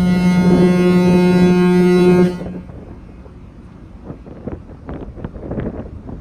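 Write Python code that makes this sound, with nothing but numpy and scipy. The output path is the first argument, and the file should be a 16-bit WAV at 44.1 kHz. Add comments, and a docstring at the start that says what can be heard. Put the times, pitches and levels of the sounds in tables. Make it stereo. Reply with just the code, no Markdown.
"""A ferry's horn at a pier holds one steady blast, which stops and echoes round the harbour.
The horn is a stack of partials; each reaches the two microphone ports by drifting paths and fades on its own.
Air hisses through the horn: noise that puffs once a cycle. Gusty wind is shaped noise that rumbles and
crackles on the ports, with pops of diving tone and crackle. Harbour wash and soft rustles are faint noise.
"""
import sys
import numpy as np
from scipy import signal
from scipy.fft import rfft, irfft, next_fast_len
from scipy.io import wavfile
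from scipy.ndimage import uniform_filter1d

SR = 44100
rng = np.random.default_rng(int(sys.argv[2]) if len(sys.argv) > 2 else 0)


def store_pcm(level_fs):
    """Save levels as 16-bit WAV."""
    pcm = np.round(np.clip(level_fs, -1, 1) * 32767).astype(np.int16)
    wavfile.write(sys.argv[1], SR, np.atleast_2d(pcm).T)


N = 273640  # samples

HORN_HZ, EDGE_HZ = 179.42, 15700  # horn's fundamental, upper band limit
SHUT_S = 2.22  # the valve shuts; the near echo off the hull and quay runs on briefly
NEAR_END_S = 2.453  # the near echo has passed
HIGH_FALL = 60  # dB per s, fall of the high partials after the valve shuts
STEP = 64  # samples between values of the slow curves
BRIGHT_ROWS = [5, 8, 12, 13, 21]  # the 6th, 9th, 13th, 14th and 22nd partials
ALONE_ROWS = [0, 1, 2, 11] + BRIGHT_ROWS  # partials with a level curve of their own

# harbour echo, relative to each source's own level: [t/s, level/dB]
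ECHO = [(2.2, -17.5), (2.4, -28.5), (2.6, -33.5), (2.75, -40.5), (3.0, -42), (3.4, -45.5), (3.8, -45),
        (4.2, -44), (4.8, -74)]
# the high partials together, those without a curve of their own: [t/s, level/dB]
HIGH = [(0.02, -38.5), (0.33, -33.5), (0.37, -38), (1.44, -34), (1.54, -38), (1.65, -37.5), (1.81, -35.5),
        (2.04, -34), (2.22, -39), (2.25, -34.5)]
# low rumble of the wind, which the breeze follows: [t/s, level/dB]
SWELL = [(0.0, -25.5), (0.53, -40), (0.59, -30), (0.74, -57), (0.78, -32.5), (1.28, -58), (1.38, -49),
         (1.47, -37), (2.59, -37.5), (2.64, -36.5), (4.45, -40), (4.49, -31), (4.68, -37), (4.99, -32.5),
         (5.2, -34), (5.63, -26), (5.73, -35), (6.2, -30)]


def gain_of(db):
    """Amplitude factor of a level in dB."""
    return 10 ** (np.asarray(db) / 20)


def evened(x):
    """Scales to rms 1."""
    return x / np.sqrt(np.mean(abs(x) ** 2) + 1e-20)


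def read(points, hz):
    """Reads a frequency curve, straight between points on a log frequency axis."""
    f, value = np.transpose(points)
    return np.interp(np.log(hz + 1), np.log(f + 1), value)


def curves(rows, t):
    """Reads every column of a table against its first column, time."""
    s, *columns = np.transpose(rows)
    return [np.interp(t, s, c) for c in columns]


def wander(shape, rate_hz):
    """Slow complex chance of unit power, one value every STEP samples."""
    count = N // STEP + 2
    z = rng.standard_normal((*shape, count)) + 1j * rng.standard_normal((*shape, count))
    lowpass = 1 + (np.fft.fftfreq(count, STEP / SR) / rate_hz) ** 4
    return evened(np.fft.ifft(z / lowpass))


def noise(colour, same, size, patchy_db):
    """Two-port noise of rms 1 from random short-time spectra with drifting patches."""
    frames, hz = 4 * N // size + 5, np.fft.rfftfreq(size, 1 / SR)
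    a, b, c, d, patches = rng.standard_normal((frames, len(hz), 5)).T
    patches = uniform_filter1d(patches, size=8, axis=0)  # across frequency
    patches = evened(uniform_filter1d(patches, size=10, axis=1))  # across time
    same = np.clip(read(same, hz), -1, 1)[:, None]
    left = a + 1j * b
    right = same * left + np.sqrt(1 - same ** 2) * (c + 1j * d)
    spectra = np.array([left, right])
    spectra *= gain_of(read(colour, hz)[:, None] + patchy_db * patches)
    return evened(signal.istft(spectra, nperseg=size, noverlap=3 * size // 4)[1][:, :N])


def held(level_db, fall, t, build_db=0.):
    """Level that builds up, holds, and gains a steady fall (dB per s) once the valve shuts."""
    build_s = 0.6
    return level_db + build_db * np.exp(-t / build_s) - fall * np.maximum(t - SHUT_S, 0)


def gusts_db(t):
    """Each gust rises and falls as a bell over the breeze."""
    # gusts that buffet the ports: [peak t/s, level/dB, width/s]
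    gust_list = [(0.17, -27, 0.084), (0.43, -26.5, 0.095), (0.52, -27.5, 0.042), (0.61, -20.5, 0.056),
                 (0.75, -25, 0.049), (0.98, -27.5, 0.12), (1.15, -23.5, 0.05), (1.32, -27, 0.035),
                 (1.43, -23.5, 0.073), (1.53, -35, 0.021), (1.64, -28.5, 0.032), (1.829, -26, 0.035),
                 (2.001, -21.5, 0.025), (2.091, -29.5, 0.032), (2.2, -24, 0.083), (2.409, -23, 0.014),
                 (2.471, -27, 0.022), (2.557, -29, 0.021), (2.698, -32, 0.0072), (2.79, -40.5, 0.061),
                 (2.9, -34.5, 0.014), (3.1, -44, 0.01), (3.26, -37, 0.0052), (4.099, -30, 0.026),
                 (4.278, -28, 0.006), (4.37, -36, 0.049), (4.482, -28, 0.013), (4.528, -28.5, 0.016),
                 (4.701, -38.5, 0.02), (4.948, -29.5, 0.038), (5.05, -38, 0.032), (5.21, -32.5, 0.025),
                 (5.26, -35.5, 0.01), (5.38, -37, 0.024), (5.459, -29, 0.02), (5.521, -20.5, 0.0077),
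                 (5.591, -23, 0.026), (5.663, -22.5, 0.024), (5.779, -23.5, 0.028), (5.869, -34.5, 0.022),
                 (6.1, -38, 0.035)]
    breeze_db = -13  # buffeting between gusts, below the rumble
    level = gain_of(curves(SWELL, t)[0] + breeze_db)
    for s, db, width in gust_list:
        level = level + gain_of(db) * np.exp(-.5 * ((t - s) / width) ** 2)
    return 20 * np.log10(level)


def partials_db():
    """Relative level of every partial up to the band edge."""
    # the horn's lower partials: [multiple of the fundamental, relative level/dB]
    lower = [(1, -2.5), (2, -3), (3, -13.5), (4, -24.5), (5, -22.5), (6, -27), (7, -30.5), (8, -26),
             (9, -19.5), (10, -35.5), (11, -24.5), (12, -24), (13, -30.5), (14, -27), (15, -30.5),
             (16, -32.5), (17, -31), (18, -37.5), (19, -31.5), (20, -38.5), (21, -43), (22, -47),
             (23, -31.5), (24, -41), (25, -34.5), (26, -37), (27, -48.5), (28, -38.5), (29, -39),
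             (30, -48.5), (31, -40.5), (32, -50.5), (33, -43), (34, -37.5), (35, -48.5), (36, -37.5),
             (37, -45), (38, -41.5), (39, -52.5), (40, -59)]
    # the top partials: [f/Hz, relative level/dB]
    sheen = [(7300, -47.5), (8500, -45), (10500, -50.5), (11800, -44.5), (12800, -50), (14000, -55),
             (15500, -76.5)]
    hz = HORN_HZ * np.arange(len(lower) + 1, EDGE_HZ // HORN_HZ + 1)
    return np.concatenate([np.transpose(lower)[1], read(sheen, hz)])


def blast_levels(count, t):
    """Level curves of the partials: they swell and fade as their paths add or cancel."""
    # the 2nd, 3rd and 12th partials: [t/s, level/dB] each
    second_curve, third_curve, twelfth_curve = [(0.0, -32.5), (0.25, -27.5), (0.33, -34), (0.5, -21.5),
                                                (0.64, -15.5), (0.72, -20), (0.81, -15.5), (1.47, -18),
                                                (1.92, -13), (2.25, -11.5)], [(0.0, -38.5), (0.3, -36), (0.39, -41),
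                                                                (0.5, -33), (0.72, -29), (1.2, -28.5),
                                                                (1.47, -35), (1.62, -67), (1.92, -38.5),
                                                                (2.1, -36), (2.25, -28)], [(0.02, -40.5), (0.3, -30),
                                                                               (0.47, -39), (0.81, -33.5),
                                                                               (1.16, -38.5), (1.44, -32),
                                                                               (1.58, -39.5), (1.91, -33),
                                                                               (2.06, -37.5), (2.17, -36.5),
                                                                               (2.25, -36)]
    # five bright partials: [t/s, 6th level/dB, 9th level/dB, 13th level/dB, 14th level/dB, 22nd level/dB]
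    bright_curves = [(0.02, -46, -65, -60, -63, -46.5), (0.34, -47.5, -45, -52, -48, -44.5),
                     (0.49, -40, -42, -60, -51, -69), (0.68, -36.5, -40, -50, -51, -64),
                     (0.83, -34, -43, -41, -38.5, -47), (0.95, -36, -61, -47, -42.5, -42.5),
                     (1.09, -45.5, -42.5, -50, -37, -39), (1.67, -34, -36, -41, -37, -43),
                     (1.83, -56, -38, -42, -46, -53), (1.99, -34, -52, -48, -40, -31),
                     (2.11, -40, -38, -43, -33, -46), (2.25, -36, -36.5, -48, -52, -49)]
    low_lag_s = 0.03  # the 2nd partial rings on briefly in the bell
    # level in dB, then fall in dB per s
    first = held(-13, 87, t)
    middle = held(-27.5, 68, t, build_db=-4.5)  # partials 4-9 are still building up at the start
    high = held(curves(HIGH, t)[0], HIGH_FALL, t)
    second = held(curves(second_curve, t)[0], 230, t - low_lag_s)
    third = held(curves(third_curve, t)[0], 180, t)
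    # the 1st partial's echo holds on longer and breaks up
    first = np.maximum(first, -24.5 + 5 * wander((), rate_hz=12.0).real)
    db = np.array([first, second, third] + 6 * [middle] + (count - 9) * [high])
    db[9:] += 3.5  # the two ports hear these out of step, so each port is louder than their mean
    db[11] = held(curves(twelfth_curve, t)[0], 190, t)
    db[BRIGHT_ROWS] = held(np.array(curves(bright_curves, t)), HIGH_FALL, t)
    return db


def blast_shares(db):
    """Splits the middle and high levels among their partials; the rest keep their own level whole."""
    share = gain_of(db)[:, None]
    share[ALONE_ROWS] = 0
    share[3:9] /= np.linalg.norm(share[3:9])
    share[9:] /= np.linalg.norm(share[9:])
    share[ALONE_ROWS] = 1
    return share


def blast_paths(k, t):
    """Main path plus drifting side paths to each port; short waves scatter more and drift faster."""
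    count = len(k)
    # ship, air and hand move
    scatter = np.where((k == 8) | (k == 12), .35, np.clip(.02 * k ** 1.75, 0, .94))
    slow, quick = wander((2, count), rate_hz=2.36), wander((2, count), rate_hz=7.4)
    brisk = np.clip(k / 16.8, 0, .8)
    drift = np.sqrt(1 - brisk ** 2) * slow + brisk * quick
    drift[1, :9] = .75 * drift[0, :9] + .66 * drift[1, :9]  # long waves drift alike on both ports

    start = np.exp(2j * np.pi * rng.random((2, count, 1)))
    start[1, :9] = start[0, :9] * np.exp(.35j * rng.standard_normal((9, 1)))  # long waves arrive alike
    start[1, 11] = start[0, 11]  # so does the strong twelfth
    # the two lowest partials stay locked in a suction pulse
    start[:, :2] = -np.exp([[[.12j], [.25j]], [[-.12j], [-.25j]]])

    shake = np.minimum(0.078 + gain_of(gusts_db(t) + 13.5), .5)
    flutter = 1 + shake * wander((count,), rate_hz=24.0) * (k < 4)  # gusts shake the low partials
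    direct = (np.sqrt(1 - scatter ** 2) * start + scatter * drift) * flutter

    # the bright partials and the twelfth carry a part in opposite phase on the two ports
    opposed = np.array([1, -1])[:, None, None]
    direct[:, BRIGHT_ROWS] = start[0, BRIGHT_ROWS] + .7 * opposed * drift[0, BRIGHT_ROWS]
    direct[:, 11] += .4 * opposed[:, 0] * drift[0, 11]
    direct[:, BRIGHT_ROWS] += .25 * quick[1, BRIGHT_ROWS]  # these waver alike too

    # from the 3rd partial up, the near echo's paths take over as the valve shuts
    handover = np.pi / 2 * np.clip((t - SHUT_S) / .02, 0, 1) * (k > 2)
    paths = np.cos(handover) * direct + np.sin(handover) * wander((2, count), rate_hz=11.3)
    # the two lowest partials drop as the reed stops
    paths[:, :2] *= gain_of(-3.5 * np.clip((t - SHUT_S - 0.03) / 0.035, 0, 1))
    return paths


def far_echo(db, k, t):
    """The harbour returns every partial, coloured and fading on its own."""
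    # colour of the harbour echo: [f/Hz, level/dB]
    echo_colour = [(180, 0.5), (360, -5.5), (1000, 3.5), (1500, -7.5), (2150, -0.5), (2500, 0), (3600, -6),
                   (4500, -10), (8000, -9.5), (15000, -11)]
    echo_db = curves(ECHO, t)[0] + (db + read(echo_colour, HORN_HZ * k[:, 0]))[:, None]
    onset = np.clip((t - ECHO[0][0]) / 0.11, 0, 1)
    return gain_of(echo_db) * wander((2, len(db)), rate_hz=5.5) * onset


def stack(gains):
    """Sums the horn's partials, each with its complex gain (ports x partials x steps)."""
    at, out = np.arange(N) / STEP, np.zeros((2, N))
    turn = np.exp(2j * np.pi * HORN_HZ * np.arange(N) / SR)
    steps, partial = np.arange(gains.shape[2]), np.ones(N, complex)
    for k in range(gains.shape[1]):
        partial = partial * turn
        for port in range(2):
            out[port] += (np.interp(at, steps, gains[port, k]) * partial).real
    return np.sqrt(2) * out


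def horn():
    """The reed's pulses by the main path and by drifting side paths, then the near and the far echo."""
    db = partials_db()
    k, t = np.arange(1, len(db) + 1)[:, None], np.arange(N // STEP + 2) * STEP / SR
    levels = gain_of(blast_levels(len(db), t))
    jitter = np.exp(1j * k * 0.015 * wander((), rate_hz=30.0).real)  # the reed's timing trembles
    tilt = 1. * (k == 1) - 3.0 * (k == 3) + 2.0 * (abs(k - 29) < 6)
    sides = gain_of(np.array([-1.6, 1.6])[:, None, None] * tilt)  # left and right levels of some partials
    # partials drop out unevenly, the 1st last
    ends = np.where(k == 1, 2.63, NEAR_END_S + .04 * rng.standard_normal(k.shape))
    blast = blast_paths(k, t) * jitter * sides * blast_shares(db) * levels
    blast = blast * np.clip((ends - t) / 0.091, 0, 1)
    top_fall = 4.2  # extra dB per s for each kHz: the near echo is duller
    blast = blast * gain_of(held(0, top_fall * HORN_HZ * k / 1000, t))
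    return stack(blast + far_echo(db, k, t))


def air():
    """Turbulent air in the horn's throat puffs once a cycle, follows the high partials, vents and echoes."""
    # air hissing through the horn: [f/Hz, relative density/dB]
    air_colour = [(600, -40), (1200, 0.5), (2500, -6.5), (4500, -4.5), (6500, -6.5), (8500, -7.5),
                  (10500, -12.5), (11800, -36), (13000, -34), (14300, -10), (15600, -33)]
    # puff of air as the valve shuts: (t/s, level/dB, width/s)
    s, db, width = (2.261, -35, 0.011)
    t = np.arange(N) / SR
    puff = 1 + .5 * np.cos(2 * np.pi * HORN_HZ * t)
    likeness = [(600, .3), (5000, .2), (9000, .7)]  # f/Hz, left-right likeness
    hiss = noise(air_colour, likeness, size=1024, patchy_db=4.5)

    band = signal.butter(2, [1300., 3000.], "band", fs=SR, output="sos")
    vent = evened(signal.sosfilt(band, rng.standard_normal(N)))
    shut = gain_of(db) * np.exp(-.5 * ((t - s) / width) ** 2) * vent

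    echo = gain_of(curves(ECHO, t)[0] - 33) * hiss * np.clip((t - SHUT_S) / 0.056, 0, 1)
    hiss_db = held(curves(HIGH, t)[0], HIGH_FALL, t) - 10  # below the high partials
    direct = gain_of(hiss_db) * puff * hiss * np.clip((NEAR_END_S - t) / 0.05, 0, 1)
    return shut + echo + direct


def wind():
    """Lumpy low rumble, buffeting whose eddies flicker, and fine crackle that thickens in the gusts."""
    # colours of the rumble and the buffeting: [f/Hz, relative density/dB] each
    rumble_colour, buffet_colour = [(12, -32), (20, -22), (32, -8), (54, 5.5), (166, -7), (220, -7),
                                    (290, -27.5), (480, -120)], [(41, -35), (70, -4.5), (262, -5), (434, -6.5),
                                                    (560, -9), (874, -25), (1500, -35), (2600, -49),
                                                    (4400, -120)]
    # how alike the wind is on the two ports: [f/Hz, left-right likeness]
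    wind_same = [(40, 0.84), (90, .82), (250, 0.78), (500, 0.5), (900, 0.3), (3000, 0.2)]
    t = np.arange(N) / SR
    gust_db = gusts_db(t)
    eddies = np.interp(np.arange(N) / STEP, np.arange(N // STEP + 2), wander((), rate_hz=37.6).real)
    rumble = gain_of(curves(SWELL, t)[0]) * noise(rumble_colour, wind_same, size=4096, patchy_db=-0.2)
    flicker_db = 5.5 * np.tanh(eddies)
    body = gain_of(gust_db + flicker_db) * noise(buffet_colour, wind_same, size=1024, patchy_db=1.0)

    # ticks of random size, on average 220 a second
    sizes = gain_of(3.5 * np.minimum(rng.exponential(1, N), 3)) * (rng.random(N) < 220 / SR)
    ticks = signal.oaconvolve(sizes, np.hanning(70))[:N] * rng.standard_normal((2, N))
    band = signal.butter(4, [600., 1900.], "band", fs=SR, output="sos")
    crackle = evened(signal.sosfilt(band, ticks))
    crackle_db = gust_db - 21 + np.array([[1.8], [-1.8]])  # stronger on the left
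    return rumble + body + gain_of(crackle_db) * crackle


def harbour():
    """Faint steady wash of water and machinery, as shaped noise."""
    # colour of the wash: [f/Hz, relative density/dB]
    wash_colour = [(60, -27.5), (110, -10.5), (270, -2), (400, -16.5), (650, -19), (1200, -19), (1700, -28),
                   (2500, -30.5), (3100, -36.5), (6500, -41.5), (7500, -44.5), (10400, -54.5), (12300, -51),
                   (14300, -68), (15600, -83)]
    # how alike the wash is on the two ports: [f/Hz, left-right likeness]
    wash_same = [(60, 0.39), (130, 0.85), (290, 0.98), (640, 0.18), (1410, 0.062), (3100, -0.00048),
                 (6820, -0.034), (15000, 0.33)]
    return gain_of(-42.5) * noise(wash_colour, wash_same, size=1024, patchy_db=1.8)


def pops():
    """An eddy bursts on a port: a crackle panned between the ports and a thump on both whose pitch dives."""
    # pops: [t/s, relative crackle level/dB, thump level/dB, left-right crackle difference/dB]
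    bursts = [(2.395, -34, -28, 0), (2.458, -26, -18.5, 9), (2.575, -37, -40, 2), (2.692, -47, -25, 6),
              (2.817, -51, -51, 0), (2.885, -39, -31, -0.5), (4.08, -41, -37, 1), (4.098, -28, -18.5, 7.0),
              (4.264, -49, -31, 0.5), (4.309, -26, -27.5, 13), (4.369, -30.5, -37, 22),
              (4.447, -46, -29, 4.0), (4.477, -44, -29, 1), (4.518, -21, -23, 20), (4.678, -42, -45, 5),
              (4.694, -32, -29.5, 3), (4.746, -30, -33.5, 8), (4.878, -37, -28.5, 8), (4.891, -13, -20, 11),
              (4.904, -20, -21, 16), (4.936, -17, -26, 20), (4.959, -21, -23, 20), (5.008, -22, -38, 17),
              (5.027, -19, -21.5, 9), (5.192, -40, -42, -1), (5.244, -14.5, -14.5, 14),
              (5.352, -51, -33, 0.0), (5.444, -32, -37, 11), (5.455, -28, -38, 12), (5.481, -45, -28, 1),
              (5.51, -42, -19.5, 4), (5.522, -32, -38, 8), (5.537, -25, -38, 10), (5.57, -44, -26, 12),
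              (5.585, -27, -26, 16), (5.598, -13, -24, 15), (5.616, -32, -44, 10), (5.629, -18, -24, 14),
              (5.66, -27, -18, 11), (5.666, -34, -27, 7), (5.697, -29, -22, 11), (5.735, -40, -28, 2),
              (5.773, -35, -33, 11), (5.782, -36, -34, -1), (5.79, -34, -40, 5), (5.796, -19, -24.5, 13),
              (5.859, -41, -30, -0.5), (6.089, -37, -21, 1), (6.12, -33, -26.5, 4)]
    thump_s, crackle_s = 0.004, 0.00075  # thump's time to its peak; crackle's peak comes at 1.5 crackle_s
    dive_turns, dive_s = 1.294, .0013  # pitch is about dive_turns / (t + dive_s), varied for each pop
    ragged = 0.25  # share of noise in the thump
    thumps, crackles, t = np.zeros((2, N + 2000)), np.zeros((2, N + 2000)), np.arange(2000) / SR
    slow, quick = t / thump_s, t / crackle_s
    dull = signal.butter(3, [200., 900.], "band", fs=SR, output="sos")
    for s, crackle_db, thump_db, pan in bursts:
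        burst, (phase, pace) = rng.standard_normal((3, len(t))), rng.random(2)
        burst = 0.35 * burst[0] + 0.33 * burst[1:]  # partly shared by the two ports
        turns = phase + dive_turns * (0.795 + 0.41 * pace) * np.log(1 + t / dive_s)
        dive = np.sqrt(2) * np.sin(2 * np.pi * turns)
        thump = (1 - ragged) * dive + ragged * evened(signal.sosfilt(dull, burst))
        here = slice(round(s * SR), round(s * SR) + len(t))
        thumps[:, here] += gain_of(thump_db) * thump * slow * np.exp(1 - slow)
        side = gain_of(crackle_db + pan * np.array([[.5], [-.5]]))
        crackles[:, here] += side * 0.13 * evened(burst * np.exp(-(quick - 1.5) ** 2))
    low = signal.sosfilt(signal.butter(2, 950., fs=SR, output="sos"), crackles)
    sharp = signal.sosfilt(signal.butter(4, [650., 3400.], "band", fs=SR, output="sos"), low)
    return (thumps + gain_of(5.5) * sharp)[:, :N]  # the gain makes up what the filters take


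def rustles():
    """Brief soft puffs of band-passed hiss swell and fade as bells."""
    # faint airy rustles: [t/s, level/dB, width/s, centre f/Hz]
    puffs = [(3.652, -67, .016, 8500), (3.728, -59, .01, 3500)]
    t, out = np.arange(N) / SR, np.zeros((2, N))
    for s, db, width, hz in puffs:
        band = signal.butter(2, [.7 * hz, 1.2 * hz], "band", fs=SR, output="sos")
        hiss = evened(signal.sosfilt(band, rng.standard_normal((2, N))))
        out += gain_of(db) * np.exp(-.5 * ((t - s) / width) ** 2) * hiss
    return out


def scene():
    """The horn, its air, the wind, the harbour, the pops and the rustles together at the ports."""
    return horn() + air() + wind() + harbour() + pops() + rustles()


def record(dry):
    """In the treble the right channel becomes a phase-turned copy of the left; peaks round off; band limit."""
    # likeness of the two channels by frequency, complete at the top: [f/Hz, left-right likeness]
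    treble_same = [(5500, 0), (7400, .75), (8800, 1)]
    # phase of the right channel's copy against the left: [f/Hz, phase/half turns]
    treble_phase = [(6900, .8), (7600, 1), (8800, 2), (9900, 2), (11100, 3), (12100, 3), (13400, 4),
                    (14900, 4), (15700, 5)]
    margin = 1024  # samples of mirrored sound at the start; at least as many at the end
    size = next_fast_len(N + 2 * margin, real=True)
    padding = ((0, 0), (margin, size - N - margin))
    left, right = rfft(np.pad(dry, padding, "reflect", reflect_type="odd"))
    hz = np.fft.rfftfreq(size, 1 / SR)
    same = read(treble_same, hz)
    turned_copy = left * np.exp(1j * np.pi * read(treble_phase, hz))
    right = same * turned_copy + np.sqrt(1 - same ** 2) * right
    rounded = np.tanh(irfft(np.array([left, right]), size))
    edge = signal.firwin(511, EDGE_HZ, window=("kaiser", 9), fs=SR)
    return signal.oaconvolve(rounded, edge[None], "same")[:, margin:margin + N]


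dry = scene()
out = record(dry)
store_pcm(out)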